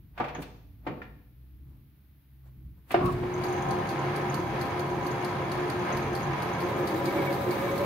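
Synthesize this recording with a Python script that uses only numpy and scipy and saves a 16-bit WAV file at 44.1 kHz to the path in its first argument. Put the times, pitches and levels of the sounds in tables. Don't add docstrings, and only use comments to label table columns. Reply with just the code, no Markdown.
import sys
import numpy as np
from scipy import signal
from scipy.fft import rfft, irfft, next_fast_len
from scipy.io import wavfile
from scipy.ndimage import map_coordinates

SR = 44100
rng = np.random.default_rng(int(sys.argv[2]) if len(sys.argv) > 2 else 0)


def file_out(sig):
    cols = np.atleast_2d(sig).T
    lim = np.clip(cols, -1, 1)
    pcm = np.round(lim * 32767).astype(np.int16)
    wavfile.write(sys.argv[1], SR, pcm)


N = 346185
START_S, RUN_UP_S = 2.95, 0.62
SPINDLE_HZ, MAINS_HZ, TOP_HZ = 2.211, 60.02, 15750

# (frequency [Hz], left-right correlation [-])
CORRELATION = [(60, 0.95), (200, 0.96), (350, 0.91), (600, 0.7), (1100, 0.32), (2500, 0.22), (6000, 0.019),
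               (13000, 0.037)]
# (time [s], frequency [Hz], level [dB], octave level [dB])
DRONE = [(0, 57.7, -59, -81), (0.55, 55.1, -50.5, -59), (1.2, 58.2, -57, -61), (1.5, 65.3, -51, -56),
         (1.75, 67.76, -56, -58), (2.06, 69.84, -64, -73), (2.4, 65.95, -53, -57), (2.7, 63.75, -48, -54),
         (2.8, 65.9, -59, -67)]
# (frequency [Hz], relative density [dB])
ROOM_SPECTRUM = [(25, -29), (55, 0), (95, -8), (135, -7.5), (190, -14.5), (260, -19), (320, -17.5),
                 (375, -32.5), (440, -32), (510, -40), (2100, -41), (4200, -46.5), (8000, -60.5),
                 (12000, -40), (15600, -38.5)]
# (frequency [Hz], t60 [s])
ROOM_DECAY = [(120, 0.74), (500, 0.69), (2000, 0.56), (5000, 0.84), (12000, 0.23)]
# (time [s], level [dB], hardness [octaves above 200 Hz])
KNOCKS = [(0.176, -38, 3), (0.1996, -24.5, 2), (0.24, -32, 2.5), (0.282, -40, 3.5), (0.348, -34.5, 2.5),
          (0.383, -33.5, 0.85), (0.420, -38, 5), (0.865, -27.5, 1.23), (0.868, -38.5, 3), (0.88, -36, 0.73),
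          (0.894, -28.5, -0.64), (0.97, -42, 0.66), (1.018, -45.5, 3), (2.47, -73, 7.4), (2.906, -33, 2.9),
          (2.914, -34.5, 5), (2.942, -24, 2.4), (3.007, -24.5, 1.2), (3.055, -37.5, 5), (3.12, -42, 5),
          (3.231, -33, 1.63)]
# (low edge [Hz], high edge [Hz], attack [s], t60 [s], gain [dB])
KNOCK_BANDS = [(94, 430, 0.0031, 0.22, 0.5), (460, 1120, 0.001, 0.15, 0.5),
               (1270, 2300, 0.0011, 0.16, -0.5), (3200, 3900, 0.0066, 0.098, -2),
               (7500, 25000, 0.0055, 0.042, 13.5)]
# (frequency [Hz], gain [dB], t60 [s])
LEVER_MODES = [(141.8, -3.5, 0.77), (239, -16, 0.3), (287.6, -2.5, 0.37), (348, -3, 0.09),
               (493, -12.5, 0.34), (633.6, -9, 0.23), (736, 3.5, 0.11), (885, 0.5, 0.053), (1187, -6, 0.21),
               (1576, -18, 0.1), (1970, -12, 0.12), (2380, -3, 0.12), (2593, -6.5, 0.24), (2690, -10, 0.15),
               (4180, -7, 0.038), (4830, -7, 0.019)]
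# (time [s], level [dB])
HARD_PINGS = [(0.348, -47), (3.338, -44), (3.483, -49), (3.563, -49), (3.99, -51), (4.297, -42.5),
              (4.398, -49), (5.111, -46), (5.923, -37), (6.025, -55), (6.228, -42), (6.533, -47)]
# (frequency [Hz], width [Hz], gain [dB])
PING_PEAKS = [(6250, 260, 1), (6850, 400, -3)]
# (frequency [Hz], width [Hz], gain [dB])
TINKLE_PEAKS = [(8090, 150, -17), (9300, 160, 6), (10200, 200, -4), (12100, 200, 0), (12740, 200, 0)]
# (time [s], level [dB])
CATCH_DROPS = [(0.349, -47), (1.017, -39)]
# (frequency [Hz], gain [dB], t60 [s])
CATCH_MODES = [(1390, -4.5, 0.04), (1740, 0, 0.04), (1820, 1.5, 0.039), (1960, -12, 0.039),
               (2380, -6.5, 0.033)]
# (time [s], level [dB], Gaussian sigma [s])
BRUSHES = [(1.72, -71.5, 0.055), (2.47, -63.5, 0.019), (2.786, -69, 0.015), (2.91, -53, 0.014)]
# (frequency [Hz], relative density [dB])
BRUSH_SPECTRUM = [(200, 3), (600, -2), (1150, -3), (2200, -17), (6000, -25), (14000, -24)]
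# (frequency [Hz], gain [dB], t60 [s])
SWITCH_MODES = [(355, -2, 0.09), (630, -4, 0.035), (689, 8.5, 0.045), (1378, -7, 0.04), (1567, -10, 0.06),
                (2150, -17, 0.065), (2939, -18, 0.045), (3690, -24, 0.042), (5030, -28, 0.035)]
# (time [s], hum level [dB], rotor level [dB])
MOTOR_LEVELS = [(2.95, -37, -60), (2.985, -24, -60), (3.015, -39, -60), (3.055, -25.5, -58),
                (3.11, -35.5, -62), (3.26, -34.5, -47), (3.5, -35, -62.5), (3.9, -39, -58), (4.8, -40, -43),
                (6.35, -36.5, -40), (7.05, -41, -49), (7.43, -41, -59), (7.475, -28, -37),
                (7.58, -40, -46.5)]
# (mains multiple [-], gain [dB])
HUM_HARMONICS = [(2, -11), (4, -16.5), (7, -15.5), (12, -32)]
# (frequency [Hz], width [Hz], gain [dB])
SQUEAL_PEAKS = [(988, 36, -7.5), (1110, 63, -2.5), (1250, 100, -11)]
# (frequency [Hz], relative density [dB])
CASTING_SPECTRUM = [(200, -49), (380, -5.5), (600, -1.5), (950, 1.5), (1120, -1), (1450, -6.5), (1800, -3),
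                    (1950, -10.5), (2200, -5.5), (2800, -15), (4400, -22.5), (5600, -28.5), (6600, -29),
                    (7400, -42), (10500, -34), (15500, -46)]
# (tooth-rate multiple [-], level [dB])
WHINE_HARMONICS = [(2, -51), (3, -59), (5, -51.5), (6, -51.5), (7, -56), (8, -45.5), (9, -53), (11, -48),
                   (12, -56), (14, -54), (18, -61)]
# (frequency [Hz], relative density [dB])
RUMBLE_SPECTRUM = [(25, -24), (55, -14.5), (95, -2.5), (135, 2.5), (165, -5), (250, -3.5), (320, -5.5),
                   (390, -4.5), (480, -14), (700, -45)]
# (frequency [Hz], width [Hz], level [dB])
PANEL_PEAKS = [(95.7, 12, -49), (140.6, 12.7, -40.5), (176, 6, -48), (202, 13, -52.5), (216, 13, -48),
               (290, 26, -49), (330, 13, -47), (417, 17, -57), (517, 16, -51.5), (554, 3.8, -53),
               (791.6, 20, -44), (856, 12, -54), (905, 10, -56), (984, 29, -44.5), (1053, 7.2, -46),
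               (1288, 60, -52), (1580, 35, -58), (3315, 100, -62)]
# (frequency [Hz], width [Hz], gain [dB])
GUARD_PEAKS = [(778, 13, 2.5), (1216, 33, -9)]
# (frequency [Hz], width [Hz], level [dB])
CHURN_PEAKS = [(337, 88, -47.5), (435, 43, -49.5), (513, 37, -54.5)]
# (time [s], level [dB])
JOLTS = [(2.985, -42), (3.034, -30.5), (3.069, -38), (3.128, -35.5), (3.203, -37), (3.386, -39)]
# (frequency [Hz], gain [dB], t60 [s])
FRAME_MODES = [(48, -4, 0.23), (91.5, 6, 0.13), (131.5, 5.5, 0.26), (181, 4.5, 0.17)]
# (first time [s], level [dB], own ring [Hz])
TICK_SPOTS = [(3.436, -36.5, 12100), (3.7067, -37.5, 12800)]
# (frequency [Hz], width [Hz], gain [dB])
STEEL_PEAKS = [(4450, 1200, 2.5), (6400, 1100, -7.5), (8000, 600, -13), (9650, 330, -6),
               (11500, 3000, -8.5)]
# (frequency [Hz], relative density [dB])
CHIP_SPECTRUM = [(2500, -23), (3750, 10), (4500, -1), (7000, -6), (8000, -3.5), (11500, -4.5), (12700, 0),
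                 (13800, -1), (14200, -3), (15600, -2)]
# (frequency [Hz], width [Hz], level [dB])
CHIP_PEAKS = [(13000, 350, -60), (13600, 300, -61)]
# (frequency [Hz], width [Hz], level [dB])
CHATTER_PEAKS = [(195.6, 7, -48), (324, 110, -42.5), (421, 11, -51), (490, 330, -42), (548, 47, -41.5),
                 (1210, 34, -48.5)]
# (time [s], groan level [dB], bar level [dB])
BITES = [(6.755, -32, -55), (6.83, -34, -44), (6.94, -28, -49), (7.03, -34, -38), (7.09, -28.5, -47),
         (7.18, -30, -32), (7.235, -33.5, -37), (7.31, -31, -35), (7.40, -48, -37), (7.545, -45, -35),
         (7.635, -41, -31), (7.74, -29.5, -36), (7.82, -35.5, -28.5)]
# (frequency [Hz], width [Hz], gain [dB])
GROAN_PEAKS = [(337, 60, 1.5), (413, 38, -7)]
# (time [s], level [dB])
SQUEAKS = [(7.09, -40), (7.19, -37), (7.28, -35.5), (7.52, -44), (7.605, -44), (7.695, -41)]


def amp(db):
    return 10 ** (np.asarray(db) / 20)


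def unit(x):
    return x / np.sqrt(np.mean(x ** 2) + 1e-20)


def along(points, hz):
    knots_hz, values = np.transpose(points)
    return np.interp(np.log(hz + 1), np.log(knots_hz + 1), values)


def curves(rows):
    s, *columns = np.transpose(rows)
    return [np.interp(np.arange(N) / SR, s, column) for column in columns]


def wobble(rate_hz):
    return map_coordinates(rng.standard_normal(1024), [np.arange(N) * rate_hz / SR], mode="wrap")


def since(s):
    return np.maximum(np.arange(N) / SR - s, 0)


def swell(s, attack_s, hold_s, t60_s):
    return np.minimum(since(s) / attack_s, 1) ** 2 * amp(-60 * since(s + attack_s + hold_s) / t60_s)


def bump(t, sigma_s):
    return np.exp(-(t / sigma_s) ** 2 / 2)


def fade(t, attack_s, t60_s):
    return (1 - np.exp(-t / attack_s)) * np.exp(-np.log(1000) * t / t60_s)


def blow_train(events, attack_s, t60_s):
    s, db = np.transpose(events)
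    power = np.bincount(np.round(s * SR).astype(int), amp(db) ** 2, N)[:N]
    blow = fade(np.arange(SR // 4) / SR, attack_s, t60_s)
    return np.sqrt(abs(signal.fftconvolve(power, blow ** 2)[:N]))


def filtered(x, response):
    n = x.shape[-1]
    padded = next_fast_len(n + 8192)
    return irfft(rfft(x, padded) * response(np.fft.rfftfreq(padded, 1 / SR)), padded)[..., :n]


def smooth(points):
    return lambda hz: amp(along(points, hz))


def resonant(peaks):
    return lambda hz: np.sqrt(sum(amp(db) ** 2 / width / (1 + ((hz - centre) / width * 2) ** 2) ** 2
                                  for centre, width, db in peaks))


def many_modes(response, width_hz, depth_db):
    ripple = rng.standard_normal(8192)

    def rippled(hz):
        position = np.log1p(hz / 2000) * 2000 / width_hz
        return response(hz) * amp(depth_db * map_coordinates(ripple, [position], mode="wrap"))
    return rippled


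def stereo_rad(hz):
    return np.arccos(np.clip(along(CORRELATION, hz), -1, 1)) / 2


def spread(pair, response):
    mid, side = filtered(
        pair, lambda hz: response(hz) * np.array([np.cos(stereo_rad(hz)), np.sin(stereo_rad(hz))]))
    return unit(np.array([mid + side, mid - side]))


def noise(response, size=N):
    return spread(rng.standard_normal((2, size)), response)


def singing(peaks):
    return noise(resonant(peaks)) * np.sqrt(sum(amp(db) ** 2 for _, _, db in peaks))


def tone(cycles, hz):
    lag = stereo_rad(hz) * rng.choice([-1, 1])
    return np.sqrt(2) * np.sin(2 * np.pi * (cycles + rng.random()) + np.array([[lag], [-lag]]))


def ring(modes, t, attack_s):
    return sum(amp(db + rng.normal(0, 0.58)) * tone(hz * t, hz) * fade(t, attack_s, t60_s)
               for hz, db, t60_s in modes)


def add(track, s, sound):
    part = track[:, round(s * SR):][:, :sound.shape[-1]]
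    part += sound[..., :part.shape[-1]]


def spindle_speed():
    return 1 - (1 - np.minimum(since(START_S) / RUN_UP_S, 1)) ** 2


def blow_db(hz, hardness, below_db_per_oct=4, above_db_per_oct=10):
    octaves = np.log2(hz / 200) - hardness
    return min(below_db_per_oct * octaves, -above_db_per_oct * octaves)


def quiet_shop(floor_db=-54, swell_db=4):
    hz, db, octave_db = curves(DRONE)
    cycles = np.cumsum(hz) / SR
    drone = amp(db) * tone(cycles, np.mean(hz))
    drone += amp(octave_db + 2 * wobble(6.65)) * tone(2 * cycles, 2 * np.mean(hz))
    air = noise(smooth(ROOM_SPECTRUM))
    bass = filtered(air, lambda hz: 1 / (1 + (hz / 400) ** 4))
    air += (amp(swell_db * wobble(5.3)) - 1) * bass
    return (1 - spindle_speed()) * drone + amp(floor_db) * air


def knocks(linkage_db=-6, scrape_db=-21, scrape_rise_s=0.016):
    out, t = np.zeros((2, N)), np.arange(SR // 2) / SR
    lead_s = np.arange(-SR // 12, 0) / SR
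    scrape = amp(scrape_db) * np.exp(lead_s / scrape_rise_s)
    for s, db, hardness in KNOCKS:
        for low_hz, high_hz, attack_s, t60_s, band_db in KNOCK_BANDS:
            band = lambda hz: 1 / np.sqrt((1 + (low_hz / (hz + 1)) ** 8) * (1 + (hz / high_hz) ** 8))
            envelope = np.concatenate([scrape, fade(t, attack_s, t60_s)])
            gain = amp(db + band_db + blow_db(np.sqrt(low_hz * high_hz), hardness))
            add(out, s + lead_s[0], gain * noise(band, size=len(envelope)) * envelope)
        struck = [(hz, mode_db + blow_db(hz, hardness), t60_s) for hz, mode_db, t60_s in LEVER_MODES]
        add(out, s, amp(db + linkage_db) * ring(struck, t, attack_s=0.0026))
    return out


def walls(x):
    hz, t, spectrum = signal.stft(rng.standard_normal((2, SR)), SR, nperseg=256)
    decay = np.exp(-np.log(1000) * t / along(ROOM_DECAY, hz)[:, None])
    tail = spread(signal.istft(spectrum * decay, SR, nperseg=256)[1], np.ones_like)
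    return signal.fftconvolve(x, tail / np.linalg.norm(tail[0]), axes=1)[:, :N]


def loose_part(first_tap_s=3.379, shaft_hz=9.827, tap_db=-54, jingle_db=-60, tinkle_db=-66):
    tap_s = np.arange(first_tap_s, N / SR, 1 / shaft_hz)
    taps = zip(tap_s, tap_db + rng.uniform(-6, 6, len(tap_s)))
    jingle_s = rng.uniform(first_tap_s, N / SR, size=220)
    scatter_db = 3 * rng.standard_normal(len(jingle_s))
    jingle = blow_train([*zip(jingle_s, scatter_db)], attack_s=0.0015, t60_s=0.074)
    jingle *= amp(6 * swell(3.4, attack_s=0.06, hold_s=0.16, t60_s=0.49))
    strikes = blow_train([*HARD_PINGS, *taps], attack_s=0.0016, t60_s=0.056)
    ping = np.hypot(strikes, amp(jingle_db) * jingle) * noise(resonant(PING_PEAKS))
    return ping + amp(tinkle_db) * jingle * noise(resonant(TINKLE_PEAKS))


def catch():
    out, t = np.zeros((2, N)), np.arange(SR // 2) / SR
    for s, db in CATCH_DROPS:
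        add(out, s, amp(db) * ring(CATCH_MODES, t, attack_s=0.00064))
    return out


def brushes():
    t = np.arange(N) / SR
    envelope = sum(amp(db) * bump(t - s, sigma_s) for s, db, sigma_s in BRUSHES)
    return envelope * noise(smooth(BRUSH_SPECTRUM))


def switch(snap_s=2.9425, gain_db=-18):
    out, t = np.zeros((2, N)), np.arange(SR // 2) / SR
    add(out, snap_s, amp(gain_db) * ring(SWITCH_MODES, t, attack_s=0.0014))
    return out


def motor(beat_hz=5.865, beat_peak_s=4.10, harmonics_db=-1):
    t = np.arange(N) / SR
    hum_db, rotor_db = curves(MOTOR_LEVELS)
    beat = amp(hum_db) + amp(rotor_db) * np.exp(-2j * np.pi * beat_hz * (t - beat_peak_s))
    note_hz = 6 * MAINS_HZ
    waver = 1 + 0.44 * spindle_speed() ** 8 * wobble(14)
    note = abs(beat) * waver * tone(note_hz * t + np.angle(beat) / (2 * np.pi), note_hz)
    harmonics = sum(amp(db + hum_db + 2.9 * wobble(12)) * tone(k * MAINS_HZ * t, k * MAINS_HZ)
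                    for k, db in HUM_HARMONICS)
    return np.minimum(since(START_S) / 0.01, 1) * (note + amp(harmonics_db) * harmonics)


def belt_squeal(gain_db=-30):
    return amp(gain_db) * swell(START_S, attack_s=0.11, hold_s=0.028, t60_s=0.25) * singing(SQUEAL_PEAKS)


def mesh(turns, teeth, decay_per_tooth, scatter_db=3):
    passed = turns * teeth
    force = amp(scatter_db * rng.standard_normal(4096))[passed.astype(int)]
    return unit(force * np.exp(-decay_per_tooth * (passed % 1)))


def gears(teeth=40, slack_db=-43, rattle_db=-35.5, creep_db_per_s=0.38, rolling=2.4, strain_db=5):
    speed = spindle_speed()
    turns = np.cumsum(speed * SPINDLE_HZ * (1 + 0.0012 * wobble(5))) / SR
    impacts = mesh(turns, teeth, decay_per_tooth=1.9) + mesh(turns, teeth=89, decay_per_tooth=0.76)
    casting = many_modes(smooth(CASTING_SPECTRUM), width_hz=10, depth_db=1.6)
    force_db = slack_db + (rattle_db - slack_db) * speed ** 4 + creep_db_per_s * since(START_S)
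    force = speed ** 0.1 * amp(force_db + 1.06 * wobble(9))
    rattle = force * spread((rolling + impacts) * rng.standard_normal((2, N)), casting)
    whine = sum(amp(db + wobble(12)) * tone(k * teeth * turns, k * teeth * SPINDLE_HZ)
                for k, db in WHINE_HARMONICS)
    strain = amp(strain_db * swell(3.6, attack_s=0.095, hold_s=0.05, t60_s=0.5))
    return rattle + speed ** 4 * strain * whine


def drive_rumble(rumble_db=-39, jerk_db=-35, guard_db=-41, churn_depth_db=4.5):
    speed = spindle_speed()
    surge = unit(amp(-0.1 * wobble(11)))
    jerk = amp(jerk_db) * swell(START_S, attack_s=0.1, hold_s=0.033, t60_s=0.59)
    rumble = (amp(rumble_db) * speed ** 0.99 + jerk) * noise(smooth(RUMBLE_SPECTRUM))
    panels = speed ** 5 * singing(PANEL_PEAKS)
    guard = amp(guard_db) * swell(3.355, attack_s=0.088, hold_s=0.34, t60_s=0.82) * singing(GUARD_PEAKS)
    churn = speed ** 3 * unit(amp(churn_depth_db * wobble(28))) * singing(CHURN_PEAKS)
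    return surge * (rumble + panels) + guard + churn


def shudder():
    out, t = np.zeros((2, N)), np.arange(SR // 2) / SR
    for s, db in JOLTS:
        add(out, s, amp(db) * ring(FRAME_MODES, t, attack_s=0.0062))
    return out


def drive_ticks(graze_lead_s=0.02, graze_db=-14, bounces=6, bounce_db=-9.5, fall_db_per_s=130,
                steel_db=1, ring_db=-12, ring_width_hz=650):
    out = np.zeros((2, N))
    for first_s, db, hz in TICK_SPOTS:
        events = []
        for s in np.arange(first_s, N / SR, 1 / SPINDLE_HZ):
            delays_s = 0.0062 + 0.107 * rng.random(bounces)
            levels_db = db + bounce_db - fall_db_per_s * delays_s + 2 * rng.standard_normal(bounces)
            clack_db = db + 1.3 * rng.standard_normal()
            events += [(s - graze_lead_s, db + graze_db), (s, clack_db), *zip(s + delays_s, levels_db)]
        force = blow_train(events, attack_s=0.002, t60_s=0.05)
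        out += amp(steel_db) * force * noise(resonant(STEEL_PEAKS))
        ringing = amp(ring_db + 3 * wobble(5.3)) * blow_train(events, attack_s=0.0037, t60_s=0.11)
        out += ringing * noise(resonant([(hz, ring_width_hz, 0)]))
    return out


def cutting(touch_s=6.63, feed_s=0.45, runout=0.47, chip_db=-50, groan_db=-0.5, bar_hz=559):
    t = np.arange(N) / SR
    load = np.cos(2 * np.pi * 5 * SPINDLE_HZ * (t - 6.795))
    touching = np.minimum(since(touch_s) / 0.07, 1)
    depth = np.clip(since(touch_s) / feed_s + runout * load, 0, 1)
    scratch = unit(amp(0.5 * wobble(490) + wobble(70) + load))
    chip = scratch * (amp(chip_db) * noise(smooth(CHIP_SPECTRUM)) + singing(CHIP_PEAKS))
    chatter = unit(amp(-load - 0.9 * wobble(22))) * singing(CHATTER_PEAKS)
    on_tool = sum(amp(db) * bump(t - s, sigma_s=0.021) for s, db, _ in BITES)
    on_bar = sum(amp(db) * bump(t - s, sigma_s=0.021) for s, _, db in BITES)
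    groan = amp(groan_db) * on_tool * unit(amp(2 * wobble(90))) * noise(resonant(GROAN_PEAKS))
    bar = on_bar * tone(bar_hz * t + 0.14 * wobble(25), bar_hz)
    return touching * (depth ** 0.5 * chip + chatter + groan + bar)


def squeaks(hz=2260, fall_hz_per_s=1800):
    out, t = np.zeros((2, N)), np.arange(-SR // 16, SR // 16) / SR
    for s, db in SQUEAKS:
        jitter_cycles = 0.36 * wobble(142)[:len(t)] / np.pi
        cycles = np.cumsum(hz - fall_hz_per_s * t) / SR + jitter_cycles
        add(out, s + t[0], amp(db) * bump(t, sigma_s=0.011) * tone(cycles, hz))
    return out


def scene(room_db=-7):
    contacts = knocks() + catch() + switch() + brushes() + drive_ticks() + loose_part()
    echo = amp(room_db) * walls(contacts)
    machine = motor() + belt_squeal() + shudder() + gears() + drive_rumble()
    return contacts + echo + machine + cutting() + squeaks() + quiet_shop()


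def record(dry):
    return filtered(dry, lambda hz: np.clip((TOP_HZ - hz) / 100 + 0.5, 0, 1))


dry = scene()
out = record(dry)
file_out(out)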